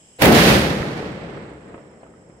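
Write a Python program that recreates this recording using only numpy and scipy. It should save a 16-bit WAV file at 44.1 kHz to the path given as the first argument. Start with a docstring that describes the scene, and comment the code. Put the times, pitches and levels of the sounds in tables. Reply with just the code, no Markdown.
"""A firecracker bursts on a rooftop at night with a bright crack of steep-fronted noise.
A boom swells between the near walls, and noise echoes from the houses roll away and grow duller.
Far walls answer with single slaps: one rounded wave each, with a ring and a scatter.
Bands of noise and trilled tones make the insects, over the low noise of a distant town.
The recorder turns its gain down at the bang, recovers slowly and rounds off the peaks."""
import sys
import numpy as np
from scipy import signal
from scipy.fft import rfft, irfft, next_fast_len
from scipy.io import wavfile
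from scipy.ndimage import uniform_filter1d, map_coordinates

SR = 44100
rng = np.random.default_rng(int(sys.argv[2]) if len(sys.argv) > 2 else 0)


def pcm_store(signal):
    """Save signal as 16-bit PCM."""
    levels = np.round(np.clip(np.atleast_2d(signal), -1, 1) * 32767)
    wavfile.write(sys.argv[1], SR, levels.astype(np.int16).T)


N = 105840
T = np.arange(N) / SR

# Every SPECTRUM is the relative colour of a noise: f/Hz, level/dB (per Hz)
# Distant town
NIGHT_DB = -56.5
NIGHT_SPECTRUM = [(20, -24), (40, -9.5), (130, -4.5), (208, -3), (674, -10), (1350, -20), (2500, -16.5),
                  (3250, -46), (5500, -120)]

# Far insects
CHORUS_DB = -60
CHORUS_SPECTRUM = [(2000, -10), (2600, 0.5), (4200, -5), (6200, 1.5), (7400, 7), (8600, -9), (9400, -2.5),
                   (12000, -14), (13000, -30)]
# Nearer insect songs: f/Hz, width/Hz, level/dB, left minus right/dB, drift/(dB per s)
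INSECT_SONGS = [(7710, 280, -56.5, -1, -0.5), (5230, 170, -68, -5.5, 0.5), (3080, 160, -67.5, -10.5, -1)]

# Bouts of the lower cricket: start t/s, end t/s, level/dB
TRILL_BOUTS = [(1.77, 2.03, -65.5), (2.129, 2.44, -65)]
TRILL_HZ, TRILL_PAN_DB = 5330, -3  # pan is left minus right
HIGH_TRILL_HZ, HIGH_TRILL_PAN_DB, HIGH_TRILL_DB = 8020, 6, -62
STROKES_PER_S, STROKE_FALL_HZ, TRILL_BLUR_HZ = 26.3, 600, 125
CHIRP_S, CHIRP_HZ, CHIRP_DB, CHIRP_WIDTH_S = 2.017, 4250, -59, 0.0065

# Echoes from the houses, before the loss in the air
HOUSE_SPECTRUM = [(25, -35), (60, -11.5), (95, -10), (135, -2), (210, 0), (260, -5), (420, -3.5),
                  (560, -5.5), (700, -9), (1100, -12), (2000, -11), (2900, -15.5), (4500, -18.5),
                  (7900, -28.5), (12000, -28), (15500, -35)]
# Level of those echoes as they roll away: t/s, level/dB
ROLL_LEVEL = [(.22, -5), (.31, -9), (.36, -1), (.43, -2), (.51, 0), (.61, -6), (.70, -9.5), (.78, -14),
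              (.91, -16), (1.06, -18.5), (1.17, -22.5), (1.37, -24), (1.49, -27.5), (1.61, -33),
              (1.70, -30.5), (1.88, -36), (2.15, -39.5), (2.4, -40.5)]
# Loss in the air while the echoes travel: f/Hz, loss/(dB per s)
AIR_LOSS = [(60, -2.5), (130, 0), (220, 0), (450, -3), (1000, 0), (2000, 3), (4000, 11.5), (8000, 19),
            (14000, 45.5)]
AIR_START_S = 0.52  # the loss grows from here
NEAR_DB, NEAR_END_S, NEAR_FADE_S = 4, 0.48, 0.045  # early tilt of the echoes, weighted by pitch
GRAIN_DB, GRAIN_PER_S = 1, 800  # single reflections
LUMP_DB, LUMP_PER_S = 0.71, 76  # clusters of reflections

# Walls that answer singly, near to far: t/s, level/dB, half-width/s
WALL_SLAPS = [(0.261, -3, 0.0003), (0.319, 0.5, 0.00046), (0.727, -8, 0.00036), (0.783, -18, 0.00029),
              (0.809, -10, 0.0017), (.829, -16.5, 0.00012), (0.922, -15, 0.00063), (1.028, -11, 0.00039),
              (1.374, -27, 0.00019), (1.69, -32.5, 0.00021), (1.7427, -28, 0.00023),
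              (1.7454, -17.5, 0.00047), (1.7799, -21, 0.00038), (2.033, -21.5, 0.00041),
              (2.066, -30.5, 0.00032), (2.139, -36, 0.00022), (2.2989, -29.5, 0.00052)]
# Pitches that ring on after a slap: f/Hz, width/Hz, lift/dB
SLAP_RING = [(332, 120, 1), (1280, 40, 19), (1880, 78, 19)]
# Scatter around each slap
SCATTER_SPECTRUM = [(100, -1), (450, 5), (1300, -2.5), (2800, -14.5), (8000, -67)]
SCATTER_DB, SCATTER_T60_S = -11.5, 0.1

# A house front that returns a broad, hard echo
FRONT_S, FRONT_WIDTH_S, FRONT_DB = 0.45, 0.15, -13.5
FRONT_SPECTRUM = [(500, -22.5), (1300, -9), (2700, 4), (5000, -4), (8000, -28), (15000, -29.5)]

# Boom between the near walls
BOOM_DB, BOOM_SWELL_S, BOOM_HOLD_S, BOOM_FALL_DB_PER_S = -0.5, 0.053, 0.049, 115.5
BOOM_SPECTRUM = [(30, -23), (120, -7), (230, 1), (300, -5), (380, -0.5), (540, -5), (750, -12), (1000, -15),
                 (1500, -19), (3000, -53.5)]
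# Resonances of the rooftop: f/Hz, width/Hz, lift/dB
ROOF_RESONANCES = [(66.5, 24, 7), (132, 9.8, 4.5), (169.4, 12, 3), (303.7, 11, 5.5), (380, 12, 1),
                   (534.6, 4.1, 5.5), (734, 11, 3)]

# Short lead-in noise, softening the onset
LEAD_IN_DB, LEAD_IN_S, LEAD_IN_RISE_DB_PER_S = -18.5, 0.037, 602.5
LEAD_IN_SPECTRUM = [(40, -8), (600, 2.5), (1200, -8), (2800, -9.5), (6000, -21), (12000, -22), (15000, -38)]

# The burst
BANG_S, RISE_DB_PER_S = 0.22, 3500  # moment of the burst; steepness of its front
CRACK_DB, CRACK_HOLD_S, CRACK_FALL_DB_PER_S = -1.5, 0.031, 148
CRACK_SPECTRUM = [(60, -10.5), (200, 13), (800, 12.5), (1200, 3), (2200, 8), (4500, -10.5), (8000, -12.5),
                  (13000, -11), (16000, -6.5)]
# Roof edges and parapets that throw the crack back: t/s, level/dB
EDGE_SNAPS = [(0.2226, -2.5), (0.23, -14), (0.244, -14.5), (0.2575, -5.5), (0.324, -10.5)]
SNAP_WIDTH_S = 0.0031
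SNAP_SPECTRUM = [(300, -21), (2000, 4.5), (5000, 0.5), (8000, -9.5), (13000, -1), (16000, -7.5)]

# Likeness of the left and right noise: f/Hz, correlation
STEREO_LIKENESS = [(25, .7), (60, 0.96), (130, 0.99), (290, 0.89), (640, 0.65), (1400, -0.21),
                   (15000, 0.07)]
# Stereo balance of the bang: f/Hz, left minus right/dB
BANG_BALANCE = [(60, 0.9), (240, 0.4), (480, 0.5), (950, -1.5), (1890, -5), (3770, -5.5), (7520, -1.5),
                (14000, -0.5)]

# Recorder
THRESHOLD_DB, MAX_CUT_DB, RELEASE_DB_PER_S = -18, 10, 0.22
CEILING = 0.97  # full scale = 1
TOP_HZ, EDGE_HZ = 15760, 60  # upper band limit; softness of its edge


def amp(db):
    """Decibels to gain."""
    return 10 ** (np.asarray(db) / 20)


def unit(x):
    """Scale to rms 1."""
    return x / np.sqrt(np.mean(x ** 2) + 1e-20)


def along(points, hz):
    """Read a curve of (f/Hz, value) points on a log frequency axis."""
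    f, value = np.transpose(points)
    return np.interp(np.log(hz + 1), np.log(f + 1), value)


def wobble(rate):
    """A smooth random curve, rate knots a second."""
    return map_coordinates(rng.standard_normal(N // 8), [T * rate], mode="mirror")


def filtered(x, response):
    """Filter x by a response given as a function of frequency."""
    m = next_fast_len(N + SR // 4)
    return irfft(rfft(x, m) * response(np.fft.rfftfreq(m, 1 / SR)), m)[..., :N]


def panned(pan_db):
    """Left and right gains that differ by pan_db."""
    return amp(np.array([[pan_db], [-pan_db]]) / 2)


def ringing(x, resonances):
    """Resonators added to x lift a few pitches, which ring briefly."""
    def response(hz):
        total = 1
        for centre, width, db in resonances:
            band = 1j * hz * width / (centre * centre - hz * hz + 1j * hz * width)
            total = total + (amp(db) - 1) * band
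        return total
    return filtered(x, response)


def rush(spectrum, grain=1):
    """Stereo noise of rms 1: alike in the bass, mostly unrelated in the treble."""
    def mid_side(hz):
        # the angle shares the power so that left and right get the wanted correlation
        angle = np.arccos(np.clip(along(STEREO_LIKENESS, hz), -1, 1)) / 2
        return amp(along(spectrum, hz)) * [np.cos(angle), np.sin(angle)]
    mid, side = filtered(grain * rng.standard_normal((2, N)), mid_side)
    return unit(np.array([mid + side, mid - side]))


def reflections(spectrum):
    """Noise of uneven strength stands for a dense train of reflections of the shock."""
    grain_db = GRAIN_DB * wobble(GRAIN_PER_S) + LUMP_DB * wobble(LUMP_PER_S)
    return rush(spectrum, amp(grain_db))


def burst(hold_s, fall_db_per_s):
    """Envelope with a steep front, a hold and a steady fall in dB."""
    age = T - BANG_S
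    front_db = RISE_DB_PER_S * np.minimum(age, 0)
    return amp(front_db - fall_db_per_s * np.maximum(age - hold_s, 0))


def night():
    """The distant town is a steady, mostly low noise."""
    return amp(NIGHT_DB) * rush(NIGHT_SPECTRUM)


def insects():
    """Narrow noise bands make the songs, over the broad noise of a far chorus."""
    out = amp(CHORUS_DB) * rush(CHORUS_SPECTRUM)
    for hz, width_hz, db, pan_db, drift_db in INSECT_SONGS:
        band = lambda f: np.exp(-((f - hz) / width_hz) ** 2 / 4)
        song = filtered(rng.standard_normal((2, N)), band)
        out = out + unit(song) * amp(db + drift_db * T) * panned(pan_db)
    return out


def trill(hz, pan_db):
    """Each wing stroke falls in pitch; the surroundings blur the tone."""
    stroke = (STROKES_PER_S * T + rng.random() + 0.059 * wobble(6.3)) % 1  # slightly uneven timing
    phase = 2 * np.pi * np.cumsum(hz + STROKE_FALL_HZ * (0.5 - stroke)) / SR
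    knots = 2 * TRILL_BLUR_HZ
    ears = [wobble(knots) * np.sin(phase) + wobble(knots) * np.cos(phase) for ear in range(2)]
    return unit(np.array(ears) * np.sin(np.pi * stroke)) * panned(pan_db)


def crickets():
    """One cricket trills in bouts, a higher one without pause."""
    bouts = np.zeros(N)
    for start, end, db in TRILL_BOUTS:
        inside_s = np.minimum(T - start, end - T)
        bouts += amp(db) * np.clip(inside_s * STROKES_PER_S + 0.5, 0, 1)  # fades last one stroke
    high = amp(HIGH_TRILL_DB) * trill(HIGH_TRILL_HZ, HIGH_TRILL_PAN_DB)
    return bouts * trill(TRILL_HZ, TRILL_PAN_DB) + high


def chirp():
    """One insect calls once: a sine under a short bell-shaped envelope."""
    envelope = np.exp(-((T - CHIRP_S) / CHIRP_WIDTH_S) ** 2)
    return amp(CHIRP_DB) * envelope * np.sin(2 * np.pi * CHIRP_HZ * T)


def slaps():
    """Each wall returns one rounded pressure wave, a brief ring and a short scatter."""
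    waves, spread = np.zeros(N), np.zeros(N)
    for s, db, width_s in WALL_SLAPS:
        u = (T - s) / width_s
        waves += amp(db) * u * np.exp((1 - u * u) / 2)  # a dip, then a peak
        onset = (1 + np.tanh(u + 3)) / 2
        spread += amp(db - 60 * np.abs(T - s) / SCATTER_T60_S) * onset
    scatter = amp(SCATTER_DB) * spread * rush(SCATTER_SPECTRUM)
    return ringing(waves, SLAP_RING) + scatter


def house_front():
    """A wide wall sends back the middle treble as one swell."""
    swell = np.exp(-((T - FRONT_S) / FRONT_WIDTH_S) ** 2)
    return amp(FRONT_DB) * swell * burst(0, 0) * reflections(FRONT_SPECTRUM)


def roll():
    """Echoes from ever farther houses; the air takes more treble the longer they travel."""
    hz, t, z = signal.stft(reflections(HOUSE_SPECTRUM), SR, nperseg=512)
    near = 1 / (1 + np.exp(np.clip((t - NEAR_END_S) / NEAR_FADE_S, -50, 50)))
    treble = along([(400, 0.23), (2000, 0.82)], hz)[:, None]
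    near_db = NEAR_DB * treble * (near - 0.7)  # near walls return more treble than far ones
    air_db = along(AIR_LOSS, hz)[:, None] * np.maximum(t - AIR_START_S, 0)
    echoes = signal.istft(z * amp(near_db - air_db), SR, nperseg=512)[1][:, :N]
    return echoes * amp(np.interp(T, *np.transpose(ROLL_LEVEL))) * burst(0, 0)


def boom():
    """Low sound builds up between the near walls and drains away."""
    swell = np.clip((T - BANG_S) / BOOM_SWELL_S, 0, 1)
    envelope = swell * burst(BOOM_SWELL_S + BOOM_HOLD_S, BOOM_FALL_DB_PER_S)
    return amp(BOOM_DB) * envelope * rush(BOOM_SPECTRUM)


def lead_in():
    """A short noise rises steeply into the crack."""
    age = T - BANG_S
    gate = np.clip((age + LEAD_IN_S) / 0.01, 0, 1) * np.clip(1 - age / 0.003, 0, 1)
    rise = amp(LEAD_IN_DB + LEAD_IN_RISE_DB_PER_S * np.minimum(age, 0))
    return gate * rise * rush(LEAD_IN_SPECTRUM)


def crack():
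    """The shock with its first bright reflections off the roof."""
    envelope = amp(CRACK_DB) * burst(CRACK_HOLD_S, CRACK_FALL_DB_PER_S)
    snaps = sum(amp(db) * np.exp(-((T - s) / SNAP_WIDTH_S) ** 2) for s, db in EDGE_SNAPS)
    return envelope * reflections(CRACK_SPECTRUM) + snaps * rush(SNAP_SPECTRUM)


def scene():
    """The bang and its echoes, stronger on the right in the treble, over the night."""
    bang = lead_in() + crack() + ringing(boom() + roll(), ROOF_RESONANCES) + slaps() + house_front()
    bang = filtered(bang, lambda hz: amp(np.outer([1, -1], along(BANG_BALANCE, hz)) / 2))
    return bang + insects() + crickets() + chirp() + night()


def record(dry):
    """Gain control that cuts fast and recovers slowly, soft clipping, band limit."""
    power = np.abs(uniform_filter1d(np.mean(dry ** 2, axis=0), size=220))  # 5 ms average
    level_db = 10 * np.log10(power + 1e-12)
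    need_db = np.clip(level_db - THRESHOLD_DB, 0, MAX_CUT_DB)
    # the running maximum holds each cut, less a steady release
    cut_db = np.maximum.accumulate(need_db + RELEASE_DB_PER_S * T) - RELEASE_DB_PER_S * T
    x = dry * amp(-cut_db)
    x = x / (1 + np.abs(x / CEILING) ** 4) ** (1 / 4)
    return filtered(x, lambda hz: (1 - np.tanh((hz - TOP_HZ) / EDGE_HZ)) / 2)


dry = scene()
out = record(dry)
pcm_store(out)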